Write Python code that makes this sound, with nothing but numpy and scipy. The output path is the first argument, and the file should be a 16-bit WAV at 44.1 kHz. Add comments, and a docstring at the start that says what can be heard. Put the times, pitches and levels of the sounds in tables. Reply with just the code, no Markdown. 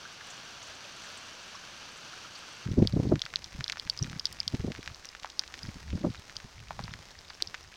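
"""A boatyard in the rain. First a steady hiss of countless small drops on wet ground, with a few fatter
drips. Then, out in the open, a thin drizzle: far drops blur into a soft hiss, nearer ones tap on wooden
hulls, and the closest tick on the microphone's housing, a heavy one with a low thud. Gusts buffet the
microphone, rumbling as their eddies pass its port."""
import sys
import numpy as np
from scipy import signal
from scipy.fft import rfft, irfft, next_fast_len
from scipy.io import wavfile
from scipy.ndimage import uniform_filter1d, map_coordinates

SR = 44100
rng = np.random.default_rng(int(sys.argv[2]) if len(sys.argv) > 2 else 0)


def to_wav(sig):
    """Store sig (one row per channel, or 1-D mono) as 16-bit WAV at the path in sys.argv[1].

    Samples outside -1..1 are clipped; the rate is SR.
    """
    pcm = np.clip(np.atleast_2d(sig), -1, 1) * 32767
    pcm = np.round(pcm).astype(np.int16)
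    wavfile.write(sys.argv[1], SR, pcm.T)  # frames by channels


N = 342216
OPEN_AIR_S = 2.66  # steady rain before, drizzle and wind after
DROP_SAMPLES = 2048
TIME, DROP_TIME = np.arange(N) / SR, np.arange(DROP_SAMPLES) / SR

# spectrum of the bright snap of water on a hard surface: f/Hz, level/dB
SNAP_SPECTRUM = [(300, -7), (3000, -14), (8000, 5), (11000, -2.5), (16000, -13)]


def undb(db):
    """Decibels to gain."""
    return 10 ** (np.asarray(db) / 20)


def unit(x):
    """Scale to rms 1."""
    return x / np.sqrt(np.mean(x ** 2))


def add(out, s, sound):
    """Mix a sound in at s seconds."""
    start = int(np.clip(s * SR, 0, N - 1))
    out[start:start + len(sound)] += sound[:N - start]


def colour(x, spectrum):
    """Minimum-phase filter through rows of f/Hz, level/dB."""
    size = 2 * next_fast_len(len(x) // 2 + 1)
    hz, db = np.transpose(spectrum)
    bin_hz = np.arange(size // 2 + 1) * SR / size
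    gain = undb(np.interp(np.log(bin_hz + 1), np.log(hz), db))
    cepstrum = irfft(np.log(gain))
    cepstrum[1:size // 2] *= 2
    cepstrum[size // 2 + 1:] = 0
    return irfft(rfft(x, size) * np.exp(rfft(cepstrum)))[:len(x)]


def waver(rate_hz):
    """Random steps, smoothed twice; rms 1."""
    hold = int(SR / rate_hz)
    steps = np.repeat(rng.standard_normal(N // hold + 1), hold)
    return unit(uniform_filter1d(uniform_filter1d(steps, hold), hold)[:N])


def ring(hz, cycles):
    """A damped oscillation that falls to 1/e in so many cycles."""
    turns = hz * DROP_TIME
    return np.sin(2 * np.pi * turns) * np.exp(-turns / cycles)


def drop_level(x, db):
    """Scale a drop so that its energy, spread over 5 ms, has the given level."""
    return x * undb(db) * np.sqrt(.005 * SR) / np.linalg.norm(x)


def splash(decay_s):
    """Spray that follows an impact: a short burst of droplets with unit energy."""
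    envelope = np.exp(-DROP_TIME / decay_s) * (1 - np.exp(-2 * DROP_TIME / decay_s))
    burst = rng.standard_normal(DROP_SAMPLES) * envelope
    return burst / np.linalg.norm(burst)


def patter(per_s, spread_db):
    """Countless impacts, most tiny and a few large."""
    hits = rng.random(N) < per_s / SR
    sizes = undb(spread_db * np.minimum(rng.exponential(size=N), 5))
    return unit(hits * sizes * rng.choice([-1, 1], N))


def ground_splat(db, hz, decay_s):
    """A drip bursts on wet ground: a spray of droplets around one pitch."""
    droplet = ring(hz, cycles=1.36)
    spray = signal.fftconvolve(splash(decay_s), np.convolve(droplet, np.diff(droplet)))
    return drop_level(spray[:DROP_SAMPLES], db)


def steady_rain(hiss_db=-47, drip_boost_db=4, fizz_count=36):
    """Dense patter on the ground merges into a hiss, with fatter drips and a fizz of fine splashes."""
    # spectrum of rain on wet ground: f/Hz, level/dB
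    rain_spectrum = [(25, -8.5), (120, -2), (420, -6), (600, -3), (850, -3.5), (1600, 1), (1900, -6),
                     (2850, -0.5), (4000, -4.5), (4500, -2), (5250, -6.5), (5950, -3.5), (7300, -16),
                     (11500, -29.5), (16000, -34.5)]
    # the clearest drips: t/s, level/dB before the boost, centre f/Hz
    drips = [(0.049, -44, 1480), (0.204, -46, 1600), (0.301, -49, 6700), (0.626, -49.5, 6200),
             (0.667, -56, 6750), (0.845, -51, 2600), (0.847, -53, 585), (1.041, -52, 1610),
             (1.171, -53, 7540), (1.543, -45.5, 1090), (1.55, -48, 5450), (2.131, -47.5, 1380),
             (2.245, -47, 1350), (2.352, -46, 4570), (2.422, -50, 1320)]
    impacts = patter(per_s=2500, spread_db=3.5) + undb(4) * rng.standard_normal(N)
    out = unit(colour(impacts, rain_spectrum)) * undb(hiss_db + 0.71 * waver(13.36))
    for s, db, hz in drips:
        add(out, s, ground_splat(db + drip_boost_db, hz, decay_s=0.0069))
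    for when, size, pitch in rng.random((fizz_count, 3)):
        fizz = ground_splat(db=-62 + 7 * size, hz=6500 * 2 ** (0.3 * pitch), decay_s=0.0038)
        add(out, when * OPEN_AIR_S, fizz)
    return out


def buffets(gap_s=.028, jitter_s=0.0027, spread_db=1.5, octaves_per_db=-0.04):
    """Long gusts break into uneven buffets, stronger ones slightly lower. Yields t/s, level/dB, f/Hz."""
    # gusts on the microphone: start t/s, length/s, nominal level/dB, rumble centre f/Hz
    gusts = [(2.667, 0.045, -28.5, 107.1), (2.717, 0.001, -26.5, 129.6), (2.739, 0.0063, -31.5, 116),
             (2.785, 0, -14.5, 183.2), (2.801, 0.0021, -19, 217), (2.827, 0, -11.5, 184.4),
             (2.853, 0, -23.5, 180.4), (2.94, 0.00075, -23, 167.4), (2.969, 0, -19.5, 283.6),
             (3, 0, -21, 229), (3.035, 0.022, -28, 242.3), (3.072, .024, -24, 175.4),
             (3.124, 0, -16.5, 332.7), (3.141, 0.0021, -20.5, 198), (3.161, 0.0074, -28.5, 169),
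             (3.181, 0, -38.5, 116), (3.25, 0, -49, 88.7), (3.445, .025, -49, 80.2),
             (3.554, 0, -37.5, 111.9), (3.591, 0.018, -35, 115), (3.863, 0.00085, -42, 103.5),
             (4.023, 0, -24, 171.4), (4.055, 0.11, -37.5, 140.4), (4.476, 0.0038, -40.5, 122.1),
             (4.545, 0, -24, 230.1), (4.603, 0, -28.5, 130), (4.646, 0.0015, -27.5, 215.4),
             (4.664, 0, -33, 125), (4.682, 0.0026, -26, 249.6), (4.708, 0, -33.5, 250.4),
             (4.792, 0.0092, -38, 157.6), (4.874, 0.044, -44.5, 86), (5.644, 0.016, -39, 105.4),
             (5.691, 0.001, -32.5, 129.3), (5.765, 0, -38, 124.1), (5.935, 0, -26.5, 148.7),
             (5.956, 0.0043, -25.5, 139.4), (5.981, 0.035, -36.5, 195.8), (6.049, 0, -21.5, 361),
             (6.07, 0, -25, 271.6), (6.087, 0.016, -31, 125.2), (6.192, 0.0031, -41.5, 134),
             (6.449, 0.011, -40.5, 125.6), (6.805, .035, -37.5, 125), (6.89, .06, -42.5, 110.1),
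             (7.0, 0, -47.5, 110.5)]
    for start, length, db, hz in gusts:
        times = np.linspace(start, start + length, 1 + round(length / gap_s))
        scatter = rng.uniform(-1.008, 1, size=(12, 2)) * (len(times) > 1)  # none for a lone buffet
        for s, (late, strength) in zip(times, scatter):
            extra_db = spread_db * strength
            yield s + jitter_s * late, db + extra_db, hz * 2 ** (octaves_per_db * extra_db)


def wind(breeze_hz=76, flutter_db=4.5, buffet_s=.007):
    """Turbulence at the microphone: a fluttering breeze, and buffets that swell as their eddies pass."""
    # breeze between the gusts: t/s, nominal level/dB
    breeze = [(2.66, -54), (2.85, -37), (3.3, -59), (4.35, -59.5), (4.7, -47), (5.0, -70), (5.45, -72),
              (5.95, -42), (6.25, -64), (6.84, -49.5), (7.1, -62.5), (7.76, -61.5)]
    # spectrum of the eddies' pressure when the rumble centres on eddy_hz: f/Hz, level/dB
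    eddy_spectrum = [(10, -10.5), (60, -2.5), (150, 1.5), (330, -10), (500, -21), (800, -32.5), (1500, -70),
                     (4000, -110)]
    eddy_hz = 164.6
    # response of the microphone's port, which leaks the deepest bass: f/Hz, level/dB
    port_response = [(10, -30), (30, -4.5), (60, 0), (120, 2), (16000, -4)]
    breeze_db = np.interp(TIME, *np.transpose(breeze)) - 1
    power = undb(breeze_db + flutter_db * waver(36)) ** 2
    weighted_hz = power * breeze_hz
    for s, db, hz in buffets():
        nearness = 1 / (1 + ((TIME - s) / buffet_s) ** 2)
        eddy_power = undb(db + 0.47) ** 2 * nearness ** 3
        power += eddy_power
        weighted_hz += eddy_power * hz
    # the pressure pattern is carried past the port at the speed of the air
    pattern = colour(rng.standard_normal(N), eddy_spectrum)
    travel = np.cumsum(weighted_hz / power / eddy_hz)
    swirl = colour(map_coordinates(pattern, [travel], order=3, mode="mirror"), port_response)
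    swirl_power = uniform_filter1d(uniform_filter1d(swirl ** 2, size=500), size=500)
    return swirl * np.sqrt(power / swirl_power)


def drop_knock(db, hz, cycles=0.36, echo_s=.0035, hollow_hz=1400):
    """A drop's broad, dead knock on a wet hull or thud on the housing, with spray and a ground echo."""
    # spectrum of the splash: f/Hz, level/dB
    splash_spectrum = [(200, -14), (600, 4.5), (1500, 1.5), (3000, -1.5), (5800, 1.5), (7500, -3),
                       (11000, -23), (16000, -24)]
    # a fatter drop knocks lower and splatters for longer
    force = undb(-14) * splash(decay_s=0.00083) + undb(-12) * splash(decay_s=7 / hz)
    force[0] += 1  # the impact
    force[int(echo_s * SR * (.75 + .5 * rng.random()))] += undb(-14)
    # low knocks ring more, as hollow planking does
    resonance = np.diff(ring(hz, cycles * max(hollow_hz / hz, 1)))
    knock = signal.fftconvolve(force, resonance)[:DROP_SAMPLES]
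    # the small struck patch radiates little below its own pitch; the soft drop dulls the top
    knock = colour(knock, [(hz / 4, -11), (hz, 0), (2 * hz, 0), (6 * hz, -4)])
    knock = unit(colour(knock, splash_spectrum))
    snap = undb(-30) * unit(colour(force, SNAP_SPECTRUM))
    return drop_level(knock + snap, db)


def housing_tick(db, hz, cycles, rebound_ms, splash_db, crisp_db):
    """A drop snaps on the microphone's housing, which rings; the water rebounds and its spray lands."""
    # response of the housing: f/Hz, level/dB
    housing_response = [(100, -16), (400, -31), (2450, -14.5), (3200, 1), (4300, -1.5), (5500, 7.5),
                        (6300, 3.5), (7500, -10.5), (10500, -33), (16000, -49)]
    force = undb(splash_db - 6) * splash(decay_s=0.0017) + undb(-24) * splash(decay_s=0.0067)
    force[0] += 1  # the impact
    force[round(rebound_ms * SR / 1000)] += undb(-7)
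    ringing = signal.fftconvolve(force, ring(hz, cycles))[:DROP_SAMPLES]
    body = unit(colour(force + undb(-2) * ringing, housing_response))
    snap = undb(crisp_db - 20) * unit(colour(force, SNAP_SPECTRUM))
    return drop_level(body + snap, db)


def drizzle(hiss_db=-52, drop_count=200, wood_share=.72, fade_db_per_s=0.34):
    """Far drops blur into a soft hiss; faint near ones hit hulls and housing. It all slowly eases off."""
    # spectrum of distant drizzle: f/Hz, level/dB
    drizzle_spectrum = [(25, 6), (70, 8.5), (130, 0), (400, 0), (1000, 0.5), (2000, -0.5), (3400, -3.5),
                        (4800, -1.5), (6200, -3.5), (7500, -12), (11000, -23), (16000, -26.5)]
    impacts = patter(per_s=1500, spread_db=4.5) + rng.standard_normal(N)
    out = unit(colour(impacts, drizzle_spectrum)) * undb(hiss_db + 0.85 * waver(9.3))
    for when, size, pitch, surface in rng.random((drop_count, 4)):
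        s = OPEN_AIR_S + when * (N / SR - OPEN_AIR_S)
        db = -55 + 9 * size ** 2
        if surface < wood_share:
            drop = drop_knock(db, hz=1200 * 3 ** pitch, cycles=0.79 + surface)
        else:
            drop = housing_tick(db, hz=3800 * 1.5 ** pitch, cycles=2.6,
                                rebound_ms=.55, splash_db=12, crisp_db=-10)
        add(out, s, drop)
    return out * undb(-fade_db_per_s * (TIME - OPEN_AIR_S))


def near_drops():
    """Single drops stand out of the drizzle, right on the microphone and on the hulls close by."""
    # drops on the housing: t/s, level/dB, ring f/Hz, ring length/cycles, rebound delay/ms,
    # relative splash/dB, relative crispness/dB
    ticks = [(2.8732, -25.5, 4380, 4.1, .59, -19, -3), (2.925, -44.5, 4500, 2.5, .5, -6, -6),
             (3.194, -39.5, 4190, 1.3, .84, -6, 1), (3.2183, -26, 4000, 0.58, 1.45, -3, -4.5),
             (3.2537, -38.5, 4510, 1.5, .88, -14, 0), (3.3585, -23.5, 4300, 1.33, .48, -13, -12),
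             (3.443, -37, 5150, 2, .48, 4, -2), (3.642, -29, 4580, 2.1, .54, -6, -7),
             (3.6802, -32.5, 4430, 1.9, .54, -19, -4), (3.7216, -32, 4630, 1.13, .48, -8, 1),
             (3.7975, -32, 4320, 2, .64, -8, -2), (3.8979, -22, 4670, 4.3, 1.13, 3, -4.5),
             (3.9754, -38.5, 5490, 2.14, .45, -6, -4), (3.9903, -34.5, 4950, 4.7, 1.18, -3, -8),
             (4.026, -30, 5840, 4, .48, 2, -9), (4.0358, -41.5, 5500, 1.1, .5, -6, 2),
             (4.1955, -29.5, 4900, 1.87, 1.41, 11.5, -6), (4.255, -22.5, 4790, 2.9, .54, 2, -3.5),
             (4.2684, -38, 4480, 1.3, 1.16, 3, -2), (4.3264, -41.5, 4950, 1.55, .6, 7, 15),
             (4.4023, -25.5, 4890, 3.8, .42, -1, -9), (4.4787, -25, 4660, 1.55, .91, -4, -1.5),
             (4.9462, -43.5, 4920, 2.6, .5, -9, -10), (5.0546, -42, 6060, 1.5, .5, -9, 7),
             (5.089, -41, 4960, 1.2, .8, 0, -4), (5.3937, -22.5, 5000, 2.8, .48, -6, -3),
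             (5.631, -38.5, 4850, 5.1, .48, 5, -2), (6.1957, -55, 4800, 1, .5, -6, 17),
             (6.3666, -33, 4790, 1.09, .64, 2, -5), (6.839, -40, 4664, 2.9, .5, 1, -11),
             (7.1895, -46, 4760, 3.4, .5, -1, -11), (7.2994, -42.5, 4520, 2.4, .5, 17, -14),
             (7.4232, -23, 4620, 1.6, .48, -26, 2.5), (7.473, -37.5, 4920, 3.4, .54, 4, -12)]
    # knocks on the hulls, plus the low thud of the heavy drop on the microphone's housing at 7.42 s:
    # t/s, level/dB, f/Hz
    knocks = [(2.6753, -45.5, 1580), (3.1570, -38.5, 1614), (3.2632, -37, 1496), (3.3386, -35.5, 1520),
              (3.369, -45, 2690), (3.608, -35, 1640), (3.6625, -45, 1704), (3.6985, -28.5, 2230),
              (3.726, -35, 1990), (3.7586, -44, 1247), (3.7715, -38.5, 1400), (3.78, -47, 1790),
              (3.875, -43, 1600), (4.0443, -41.5, 1990), (4.0981, -43, 2480), (4.1305, -41.5, 1361),
              (4.4313, -45, 2814), (4.5500, -41, 2290), (4.7197, -38, 2130), (4.7504, -41, 1640),
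              (4.7618, -47, 1795), (4.8293, -43.5, 1890), (4.8604, -42.5, 2300), (4.8766, -33.5, 1630),
              (5.0475, -43.5, 2100), (5.1503, -40.5, 1425), (5.1986, -47, 3300), (5.233, -42, 2450),
              (5.2462, -33, 850), (5.2582, -44, 2070), (5.301, -43.5, 3260), (5.4371, -42.5, 1810),
              (5.478, -44, 3210), (5.541, -37, 1945), (5.591, -43, 2617), (5.904, -45, 2077),
              (6.1473, -43.5, 1343), (6.1555, -46, 2205), (6.2968, -43, 1750), (6.402, -45, 1815),
              (6.7075, -32.5, 850), (6.7923, -33.5, 800), (6.88, -42.5, 950), (6.9382, -37, 1805),
              (7.3042, -42, 1303), (7.404, -45, 1590), (7.4221, -41.5, 340), (7.5439, -34.5, 1407),
              (7.5479, -37, 1710)]
    out = np.zeros(N)
    for s, *drop in ticks:
        add(out, s, housing_tick(*drop))
    for s, db, hz in knocks:
        add(out, s, drop_knock(db, hz))
    return out


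def scene():
    """One microphone: steady rain gives way within 7 ms to drizzle and wind in the open."""
    in_open = np.clip((TIME - OPEN_AIR_S) / 0.007 + .5, 0, 1)
    weather = (1 - in_open) * steady_rain() + in_open * (drizzle() + wind())
    return (weather + near_drops())[None]


def record(dry):
    """The recorder cuts the top steeply above 16 kHz."""
    return signal.sosfilt(signal.ellip(8, .2, 70, 16000, fs=SR, output="sos"), dry)


dry = scene()
out = record(dry)
to_wav(out)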